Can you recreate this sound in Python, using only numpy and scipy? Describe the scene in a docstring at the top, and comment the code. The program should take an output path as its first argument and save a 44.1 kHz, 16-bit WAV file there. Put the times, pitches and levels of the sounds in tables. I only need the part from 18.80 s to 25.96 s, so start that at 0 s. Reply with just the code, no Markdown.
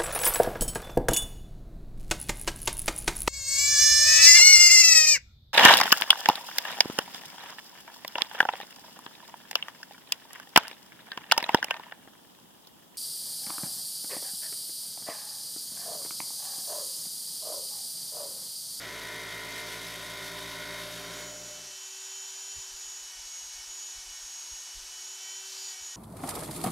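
"""At a workshop bench, a small steel part is held against a grinder's wheel: motor hum, wheel tones, rasping grit.
The scene dissolves into a rotary tool brushing rust out of a steel cup with a wire wheel.
Rotating sources are sums of multiples of a shaft speed; rubbing is noise or tiny impacts, coloured or resonated.
The tool's fan whine sags under load and beats with its own echo, the wires hiss and bite,
and its draught now and then puffs on the microphone."""
import sys
import numpy as np
from scipy import signal
from scipy.fft import rfft, irfft
from scipy.io import wavfile
from scipy.ndimage import uniform_filter1d

SR = 44100
rng = np.random.default_rng(int(sys.argv[2]) if len(sys.argv) > 2 else 0)


def wrap_up_sound(samples):
    """Save the sound to the file named by the first command line argument, as 16-bit audio."""
    columns = np.atleast_2d(samples).T
    # keep every value between -1 and 1, then stretch to whole-number steps
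    tamed = np.clip(columns, -1, 1)
    steps = np.round(tamed * 32767).astype(np.int16)
    wavfile.write(sys.argv[1], SR, steps)


N = 315754
TIME = np.arange(N) / SR
HZ = np.maximum(np.arange(N // 2 + 1) * SR / N, 1)

# rotation of the grinder wheel: (time [s], speed [turns per s])
WHEEL_SPEED = [(0.0, 55.52), (0.38, 55.02), (0.8, 55.02), (1.12, 55.69), (1.45, 55.75), (2.0, 56.03),
               (2.8, 57.55)]
# tones of the uneven wheel, before contact, settling and easing act on them:
# (multiple of the speed [1], earlier level [dB], later level [dB])
WHEEL_ORDERS = [(1, -63, -62), (2, -59, -59), (3, -59, -57), (5, -61, -58), (7, -57.5, -54),
                (8, -52.5, -62), (11, -62, -62), (12, -65, -67), (16, -63, -63), (17, -58, -57),
                (18, -55, -56), (19, -60, -58), (21, -66, -65), (24, -62, -67), (26, -57, -53),
                (27, -61, -61), (32, -57, -60), (33, -54, -58), (34, -55, -55), (35, -50, -56),
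                (37, -60, -61), (38, -48.5, -52), (40, -59, -67), (44, -57, -66), (59, -60, -69),
                (62, -64, -60), (66, -67, -60), (67, -62, -57), (68, -57, -62), (70, -58, -64)]
# the balance of the wheel's tones changes: (time [s], share of the later balance [0 earlier, 1 later])
TONE_BALANCE = [(.9, 0.057), (1.2, 1)]
# pressing on the wheel: (time [s], relative shaking [dB], relative cutting [dB])
PRESS = [(0.0, -44, -46), (0.04, -40, -46), (0.59, -42.5, -47), (0.79, -42, -45.5), (1.07, -46, -47),
         (1.99, -42.5, -48.5), (2.13, -46, -48.5), (2.3, -43, -49)]
# contact with the wheel, lost as the part leaves it: (time [s], level [dB])
CONTACT = [(0, -1), (2.25, 1.5), (2.42, 2), (2.56, -6.5), (3, -4)]
# an edge of the part catches the grit: (time [s], extra grit level [dB], half length [s])
CATCHES = [(.79, 4, .03), (.93, 3, 0.048), (1.07, 2.5, 0.049), (1.23, 1.5, .02), (1.46, 4, 0.042),
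           (1.58, 2.5, .02), (1.75, 2, .02), (2.02, 4, 0.029), (2.14, 2, .025)]
# resonances of the guard, the part and the part's treble: (frequency [Hz], width [Hz], relative level [dB])
GUARD = [(381, 33, 0), (610, 39, -1), (989, 110, -6.5), (1437, 106, 2), (1847, 290, -3), (2153, 164, -0.5)]
PART = [(3067, 100, -4.5), (3257, 59, -2), (3600, 100, -9.5), (3660, 54, 2.5), (3848, 54, 3.5),
        (4436, 86, 1.5), (4870, 200, -5), (5520, 230, -6.5), (5760, 120, -7), (6330, 250, -7),
        (6930, 260, -7)]
PART_TREBLE = [(7750, 160, -2.5), (8200, 140, -0.5), (8770, 150, -0.5), (9700, 220, -0.5),
               (10580, 260, -5.5), (11260, 420, -3), (12540, 350, -4), (12700, 300, -2), (14100, 460, -7)]
# spectral shapes of air in the guard, rasp and flying grit: (frequency [Hz], relative level per Hz [dB])
WINDAGE = [(30, -38), (80, -35), (140, -1), (230, -0.5), (400, 3.5), (500, 4), (660, 7.5), (800, -1.5),
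           (1000, 0), (1200, -19), (1300, 4), (1620, -2), (2500, -17.5), (4000, -9.5), (9000, -16.5)]
RASP = [(700, -13.5), (1500, -1.5), (2400, 0.5), (2750, -1.5), (3300, 1.5), (5000, -3), (6500, -8.5),
        (7400, -8.5), (12000, -36)]
GRIT = [(3000, -18), (6000, 6), (7400, -16), (11000, -0.5), (13000, -6), (14400, -12), (15600, -22)]
# spray of grit: base level [dB], share of the cutting's swing [1], scale of the wheel's bounce [dB]
GRIT_DB, GRIT_FOLLOWS, BOUNCE_DB = -51.5, 0.64, 1.6
# the hand eases off: start [s], time taken [s], loss of the finer bumps per octave of the multiple [dB]
EASE_AT_S, EASE_S, EASE_LOSS_DB = 1.96, 0.18, 3
# the part settles onto the wheel: time taken [s], loss of the finer bumps at first [dB]
SETTLE_S, SETTLE_DB = .3, 4
# short reflections from bench, hand and walls: (delay [s], level [dB])
REFLECTIONS = [(.00095, -25), (.0017, -25), (.0031, -23), (.0041, -24), (.0052, -24), (.0071, -24)]

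MAINS_HZ = 60
# steady motor hum: (multiple of the mains [1], level [dB])
HUM_ORDERS = [(2, -71.5), (4, -72.5), (6, -71), (12, -75)]
# growing hum at the tenth mains multiple: level at the start [dB], growth [dB per s]
HUM_DB, HUM_DB_PER_S = -60.5, 4.8

# rotation of the rotary tool, before the sag of single bites: (time [s], speed [turns per s])
TOOL_SPEED = [(2.15, 383.9), (2.4, 378.8), (2.68, 378.5), (3.44, 383.9), (3.8, 383.6), (3.99, 378.1),
              (4.49, 370.8), (4.71, 369.4), (4.98, 376.0), (5.22, 373.0), (5.31, 371.0), (5.69, 369.3),
              (5.94, 370.9), (6.22, 374.0), (6.43, 380.6), (6.63, 383.3), (6.81, 382.4), (7.16, 373.9)]
# speed under a usual load [turns per s]
WORKING_SPEED = 372
# the wires bite into the cup: (time [s], relative strength [1], half length [s])
BITES = [(4.09, 0.31, 0.039), (4.34, 0.82, 0.068), (4.54, 0.8, 0.063), (4.78, 1, .075), (5.01, 0.3, .04),
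         (5.17, 0.7, .07), (5.37, 0.94, 0.064), (5.56, 0.57, .05), (5.86, 0.43, 0.14), (6.14, .6, 0.093),
         (6.48, 0.83, 0.098), (6.97, .7, .08), (7.15, .8, 0.057)]
# sag in a full bite [turns per s], span of the running mean that it is taken against [s]
BITE_SAG, RECOVER_S = .5, .25
# fan whine: direct level [dB], strength of its echo [share]
WHINE_DB, WHINE_ECHO = -48.8, .72
# mean detour of that echo [m], speed of sound [m per s]
ECHO_PATH_M, SOUND_M_PER_S = 2.7, 343
# the moving hand changes the detour: (time [s], shift [mm])
ECHO_SHIFT = [(2.25, -23.5), (2.55, -22.5), (2.85, -14.0), (3.3, -18.0), (3.85, -19.9), (4.2, -17.8),
              (4.7, -12.9), (5.25, -13.1), (5.85, -7.8), (6.4, -13.3), (6.75, 8.9), (7.1, -15.0)]
# tones of unbalance, commutator and wire chatter: (multiple of the speed [1], relative level [dB])
UNBALANCE_ORDERS = [(1, 0), (7, 4), (36, -10)]
COMMUTATOR_ORDERS = [(2, -16), (4, -13), (8, 1), (9, -9.5), (14, -13), (15, 0.5), (16, -9), (17, -12),
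                     (19, -17)]
CHATTER_ORDERS = [(2, -17), (5, -2.5), (6, -1.5)]
# one row for each of those three families:
# (base level at working speed [dB], growth [dB per extra turn per s], gain in a full bite [dB])
TONE_LAWS = [(-70.5, 0.45, -5.5), (-59.5, 0.29, 4), (-70, 0.11, 12.5)]
# slow gain on all these tones: (time [s], level [dB])
TONES_LEVEL = [(2.4, 2), (3.1, 1.5), (3.7, -1.5), (6.1, 0), (6.5, 1.5), (7.15, 0.5)]
# spectral shapes of rushing air, wires and wire tips: (frequency [Hz], relative level per Hz [dB])
AIR = [(200, -43.5), (330, -29), (520, -22.5), (700, -19.5), (900, -10.5), (1150, -17), (1600, -12.5),
       (2050, -16.5), (2700, -11.5), (5100, -10), (5600, -1), (6200, -3.5), (7400, -9), (9000, -14),
       (11500, -19.5), (15500, -37)]
WIRES = [(1500, -27), (3000, -30), (3800, 10), (4500, -2.5), (5200, 6), (7000, 3.5), (8500, -3),
         (11000, -31)]
TIPS = [(7000, -17.5), (9000, -2.5), (11200, 0.5), (12500, 0), (13400, -6), (14400, -14), (15600, -20)]
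# resonances of the steel cup, lowest first: (frequency [Hz], width [Hz], relative level [dB])
CUP = [(4410, 490, -2.5), (4660, 57, 5.5), (4880, 170, -1), (5900, 300, -2), (7570, 140, -5.5),
       (8800, 110, -18), (9900, 100, -16), (12000, 90, -9.5), (12580, 260, -13), (13200, 160, -19),
       (14140, 120, -21)]
# base levels of air, wires, ringing cup and wire tips [dB], unsteadiness of the hand [dB]
AIR_DB, WIRES_DB, CUP_DB, TIPS_DB, HAND_DB = -45, -57, -55.5, -61.5, 0.44
# the brush rides up onto the rim: middle [s], half length [s], rise of wires, cup, tips and air [dB]
RIM_AT_S, RIM_S, RIM_WIRES_DB, RIM_CUP_DB, RIM_TIPS_DB, RIM_AIR_DB = 6.81, .13, 3, 6, 2.5, .8
# there the cup's lowest modes sing out [dB]
RIM_RING_DB = -48.5

# puffs of draught: (time [s], relative thump [dB], relative flutter [dB], nominal length [s])
PUFFS = [(3.781, -56, -58, 0.042), (3.943, -60, -76, 0.052), (4.073, -65, -86, 0.04),
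         (4.235, -70, -93, 0.055), (4.39, -60, -74, 0.045), (4.456, -61, -81, 0.022),
         (4.659, -68, -81, 0.078), (4.783, -59, -81, 0.061), (4.893, -64, -83, 0.041),
         (5.181, -55, -69, 0.034), (5.291, -57, -78, 0.054), (5.442, -61, -76, 0.05),
         (5.731, -54, -71, 0.03), (5.974, -49, -72, 0.033), (6.03, -60, -72, 0.04),
         (7.022, -65, -69, 0.027)]
# spectral shapes of thump and flutter: (frequency [Hz], relative level per Hz [dB])
PUFF_COLOUR = [(10, -19), (22, 5.5), (38, 2), (60, -0.5), (85, -10.5), (120, -35), (400, -61)]
FLUTTER_COLOUR = [(50, -23), (90, 6.5), (145, 0), (190, -25), (300, -40), (600, -65)]
CUTOFF_HZ = 15750


def from_db(db):
    """Level law: twenty decibels are a tenfold amplitude."""
    return 10 ** (np.asarray(db) / 20)


def rms_one(x):
    """Normalisation: a signal divided by its effective value has unit power."""
    return x / np.sqrt(np.mean(x ** 2) + 1e-20)


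def in_time(rows):
    """Linear interpolation: each column of a time table becomes a curve, sample by sample."""
    s, *columns = np.transpose(rows)
    return [np.interp(TIME, s, c) for c in columns]


def swells(rows):
    """Superposed Gaussian pulses: a smooth rise and fall for each (time, height, half length)."""
    return sum(height * np.exp(-((TIME - s) / length) ** 2) for s, height, length in rows)


def noise():
    """White noise: independent samples carry equal power per Hz."""
    return rng.standard_normal(N)


def drift(rate):
    """Lowpass-filtered chance: two equal poles at `rate` Hz leave a slow wander of spread 1."""
    step = 40   # samples between the computed points
    r = np.exp(-2 * np.pi * rate * step / SR)
    chance = rng.standard_normal(N // step + 2002)
    slow = signal.lfilter([1], [1, -2 * r, r * r], chance)[2000:]   # the filter has settled
    return np.interp(np.arange(N) / step, np.arange(len(slow)), rms_one(slow))


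def coloured(x, points):
    """Spectral shaping: weighting each frequency gives a smooth spectrum; rms 1."""
    hz, db = np.transpose(points)
    gain = from_db(np.interp(np.log(HZ), np.log(hz), db))
    return rms_one(irfft(rfft(x) * gain, N))


def resonate(x, modes):
    """Modal superposition: parallel damped resonances of alternating sign; rms 1."""
    out = 0
    for k, (hz, width, db) in enumerate(modes):
        r = np.exp(-np.pi * width / SR)
        poles = [1, -2 * r * np.cos(2 * np.pi * hz / SR), r * r]
        mode = (1 - r * r) * signal.lfilter([1, 0, -1], poles, x)
        out = out + (-1) ** k * from_db(db) * mode
    return rms_one(out)


def grains(per_s, spread_db):
    """Shot noise: tiny impacts of uneven size and either sign at random moments; rms 1."""
    struck = rng.random(N) < per_s / SR
    size = from_db(spread_db * np.clip(noise(), -2, 2))
    return rms_one(struck * size * np.sign(noise()))


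def tone(turns, order, waver):
    """Harmonic of a rotation: one multiple of its angle, unsteady in strength and phase."""
    angle = 2 * np.pi * (order * turns + rng.random())
    in_phase = (1 + waver * drift(6.4)) * np.sin(angle)
    quadrature = waver * drift(10.6) * np.cos(angle)
    return np.sqrt(2 / (1 + 2 * waver ** 2)) * (in_phase + quadrature)


def wheel_face(turns, repeat, size=800):
    """Cyclic roughness: the same bumps return on every turn, mixed by power with fresh chance."""
    bumps = np.interp(turns % 1 * size, np.arange(size), rng.standard_normal(size))
    repeat = np.clip(repeat, 0, 1)
    return np.sqrt(repeat) * rms_one(bumps) + np.sqrt(1 - repeat) * noise()


def among_surfaces(x):
    """Comb interference: faint echoes off nearby surfaces ripple the spectrum of a hiss."""
    echoes = sum(from_db(db) * np.pad(x, (round(abs(delay) * SR), 0))[:N] for delay, db in REFLECTIONS)
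    power = 1 + sum(from_db(2 * db) for delay, db in REFLECTIONS)
    return (x + echoes) / np.sqrt(power)


def wheel_tones(turns, shake, count=5):
    """Forced vibration: unbalance drives the lowest multiples; the higher ones grow with contact."""
    later_share, = in_time(TONE_BALANCE)
    ease_db = -EASE_LOSS_DB * np.clip((TIME - EASE_AT_S) / EASE_S, 0, 1)
    settled = from_db(-SETTLE_DB * np.clip(1 - TIME / SETTLE_S, 0, 1))
    unbalance, bumps = 0, 0
    for order, *levels in WHEEL_ORDERS:
        gain = np.interp(later_share, [0, 1], from_db(levels))
        if order <= count:
            unbalance = unbalance + gain * tone(turns, order, waver=0.13)
        else:
            eased = gain * from_db(ease_db * np.log2(order / count))
            bumps = bumps + eased * tone(turns, order, waver=0.13 + .005 * order)
    # the off-centre rotor beats against the magnetic pull, which peaks twice per mains cycle
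    beat = from_db(-64) * tone(turns + 2 * MAINS_HZ * TIME, order=1, waver=0.056)
    return unbalance + from_db(-1.0) * shake * settled * bumps + beat


def grinder():
    """Abrasive contact: grit excites guard and part, above the wheel's tones and the air in the guard."""
    turns = np.cumsum(in_time(WHEEL_SPEED)[0]) / SR
    shake_db, cut_db = in_time(PRESS)
    _, usual_shake_db, usual_cut_db = np.mean(PRESS, axis=0)
    catch_db = swells(CATCHES)
    grit_db = GRIT_DB + GRIT_FOLLOWS * (cut_db - usual_cut_db) + catch_db
    contact = from_db(in_time(CONTACT)[0])

    # the bounce repeats once and three times a turn, with some chance
    pattern = 0.66 * np.cos(2 * np.pi * turns) + .5 * np.cos(6 * np.pi * turns) + 0.54 * drift(66)
    bounce_db = BOUNCE_DB * pattern
    bounce = rms_one(from_db(bounce_db))

    guard = from_db(shake_db - 6.0) * resonate(wheel_face(turns, repeat=0.16), GUARD)
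    scrape = from_db(1.0) * coloured(wheel_face(turns, repeat=0.26), RASP)
    part = from_db(-2.0) * resonate(wheel_face(turns, repeat=0.31), PART)
    rasp = from_db(cut_db + 0.33 * catch_db) * (scrape + part) * rms_one(from_db(0.8 * bounce_db))

    sparks = from_db(-2.0) * coloured(grains(per_s=14000, spread_db=6.0) * bounce, GRIT)
    ringing = from_db(-1.5) * resonate(grains(per_s=9000, spread_db=5.5) * bounce, PART_TREBLE)
    spray = contact ** 0.58 * from_db(grit_db) * (sparks + ringing)

    windage = from_db(-50.0) * coloured(wheel_face(turns, repeat=0.18), WINDAGE)
    hiss = windage + contact * (guard + rasp) + spray
    shake = contact * from_db(0.48 * (shake_db - usual_shake_db))
    return wheel_tones(turns, shake) + among_surfaces(hiss)


def motor_hum():
    """Magnetic vibration: the iron of the grinder's motor sings at multiples of the mains."""
    cycles = MAINS_HZ * TIME
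    drone = sum(from_db(db) * tone(cycles, order, waver=.06) for order, db in HUM_ORDERS)
    growing = from_db(HUM_DB + HUM_DB_PER_S * TIME) * tone(cycles, order=10, waver=0.14)
    return drone + growing


def faint_rumble():
    """Stationary low-frequency noise: a faint rumble lies under everything."""
    return from_db(-84) * coloured(noise(), PUFF_COLOUR)


def fan_whine(speed, turns, order=18):
    """Two-path interference: the whine meets its echo, so it swells and cancels as its pitch slides."""
    delay = (ECHO_PATH_M + in_time(ECHO_SHIFT)[0] / 1000) / SOUND_M_PER_S
    with_echo = np.abs(1 + WHINE_ECHO * np.exp(2j * np.pi * order * speed * delay))
    return from_db(WHINE_DB) * with_echo * tone(turns, order, waver=0.15)


def motor_tones(speed, turns):
    """Speed-dependent excitation: tones grow with speed; a bite steadies the shaft and makes wires chatter."""
    bite, tones = swells(BITES), 0
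    families = (UNBALANCE_ORDERS, COMMUTATOR_ORDERS, CHATTER_ORDERS)
    for (db, speed_db, bite_db), orders, waver in zip(TONE_LAWS, families, (.07, .2, .35)):
        level_db = db + speed_db * (speed - WORKING_SPEED) + bite_db * bite
        family = sum(from_db(gain_db) * tone(turns, order, waver) for order, gain_db in orders)
        tones = tones + from_db(level_db) * family
    return from_db(in_time(TONES_LEVEL)[0]) * tones


def brushing(turns, count=3):
    """Impact excitation: ticks of many wires ring the cup amid rushing air, harsher on the rim."""
    rim = np.exp(-((TIME - RIM_AT_S) / RIM_S) ** 4)
    push_db = HAND_DB * drift(3)
    sweep = 1 + 0.15 * np.cos(2 * np.pi * turns)   # the brush is slightly out of round

    air = from_db(AIR_DB + RIM_AIR_DB * rim) * coloured(noise(), AIR)
    ticks = coloured(grains(per_s=20000, spread_db=0.0) * sweep, WIRES)
    wires = from_db(WIRES_DB + push_db + RIM_WIRES_DB * rim) * ticks
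    # the harder the wires are pushed, the more the cup itself rings
    cup_ring = resonate(grains(per_s=8100, spread_db=5.0) * sweep, CUP)
    cup = from_db(CUP_DB + 2 * push_db + RIM_CUP_DB * rim) * cup_ring
    low_modes = resonate(grains(per_s=9000, spread_db=4.5) * sweep, CUP[:count])
    rim_ring = from_db(RIM_RING_DB) * rim * low_modes
    tip_hiss = coloured(wheel_face(turns, repeat=0.055, size=120) * sweep, TIPS)
    tips = from_db(TIPS_DB + RIM_TIPS_DB * rim) * tip_hiss
    return among_surfaces(air + wires + cup + rim_ring + tips)


def rotary_tool(presence):
    """Common shaft: fan whine, motor tones and wire brush share one speed, which sags in each bite."""
    bite = swells(BITES)
    sag = BITE_SAG * (bite - uniform_filter1d(bite, size=int(RECOVER_S * SR)))
    speed = in_time(TOOL_SPEED)[0] - sag
    turns = np.cumsum(speed * (1 + 0.00054 * drift(30))) / SR
    whine = presence ** 0.68 * fan_whine(speed, turns)
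    tones = presence * motor_tones(speed, turns)
    brush = presence ** 0.74 * brushing(turns)
    return whine + tones + brush


def eddies(colour):
    """Turbulence: low coloured noise whose strength is evened out by its running power."""
    x = coloured(noise(), colour)
    return x / np.sqrt(uniform_filter1d(x ** 2, size=1000) + .03)


def draught(tail_s=0.19, tail_db=-19):
    """Turbulent pressure: soft gusts thump and flutter on the microphone; the thumps die away slowly."""
    thump_power, flutter_power = 0, 0
    for s, thump_db, flutter_db, length in PUFFS:
        gust = np.exp(-((TIME - s) / (0.42 * length)) ** 2)
        tail = from_db(2 * tail_db) * (TIME > s) * np.exp(-2 * np.abs(TIME - s) / tail_s)
        thump_power = thump_power + from_db(2 * thump_db) * (gust + tail)
        flutter_power = flutter_power + from_db(2 * flutter_db) * gust
    thumps = from_db(0.5) * np.sqrt(thump_power) * eddies(PUFF_COLOUR)
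    flutters = from_db(-2.5) * np.sqrt(flutter_power) * eddies(FLUTTER_COLOUR)
    return thumps + flutters


def scene(dissolve_from=2.1, dissolve_to=2.99):
    """Sine-cosine crossfade: the grinder gives way to the rotary tool, both heard in the centre."""
    share = np.clip((TIME - dissolve_from) / (dissolve_to - dissolve_from), 0, 1)
    leaving, coming = np.cos(np.pi / 2 * share), np.sin(np.pi / 2 * share)
    grinding = leaving * (grinder() + motor_hum())
    mono = grinding + faint_rumble() + rotary_tool(coming) + draught()
    return np.stack([mono, mono])


def record(dry):
    """Lowpass filtering: a very steep slope removes the top above the cutoff."""
    return irfft(rfft(dry) / np.sqrt(1 + (HZ / CUTOFF_HZ) ** 600), N)


dry = scene()
out = record(dry)
wrap_up_sound(out)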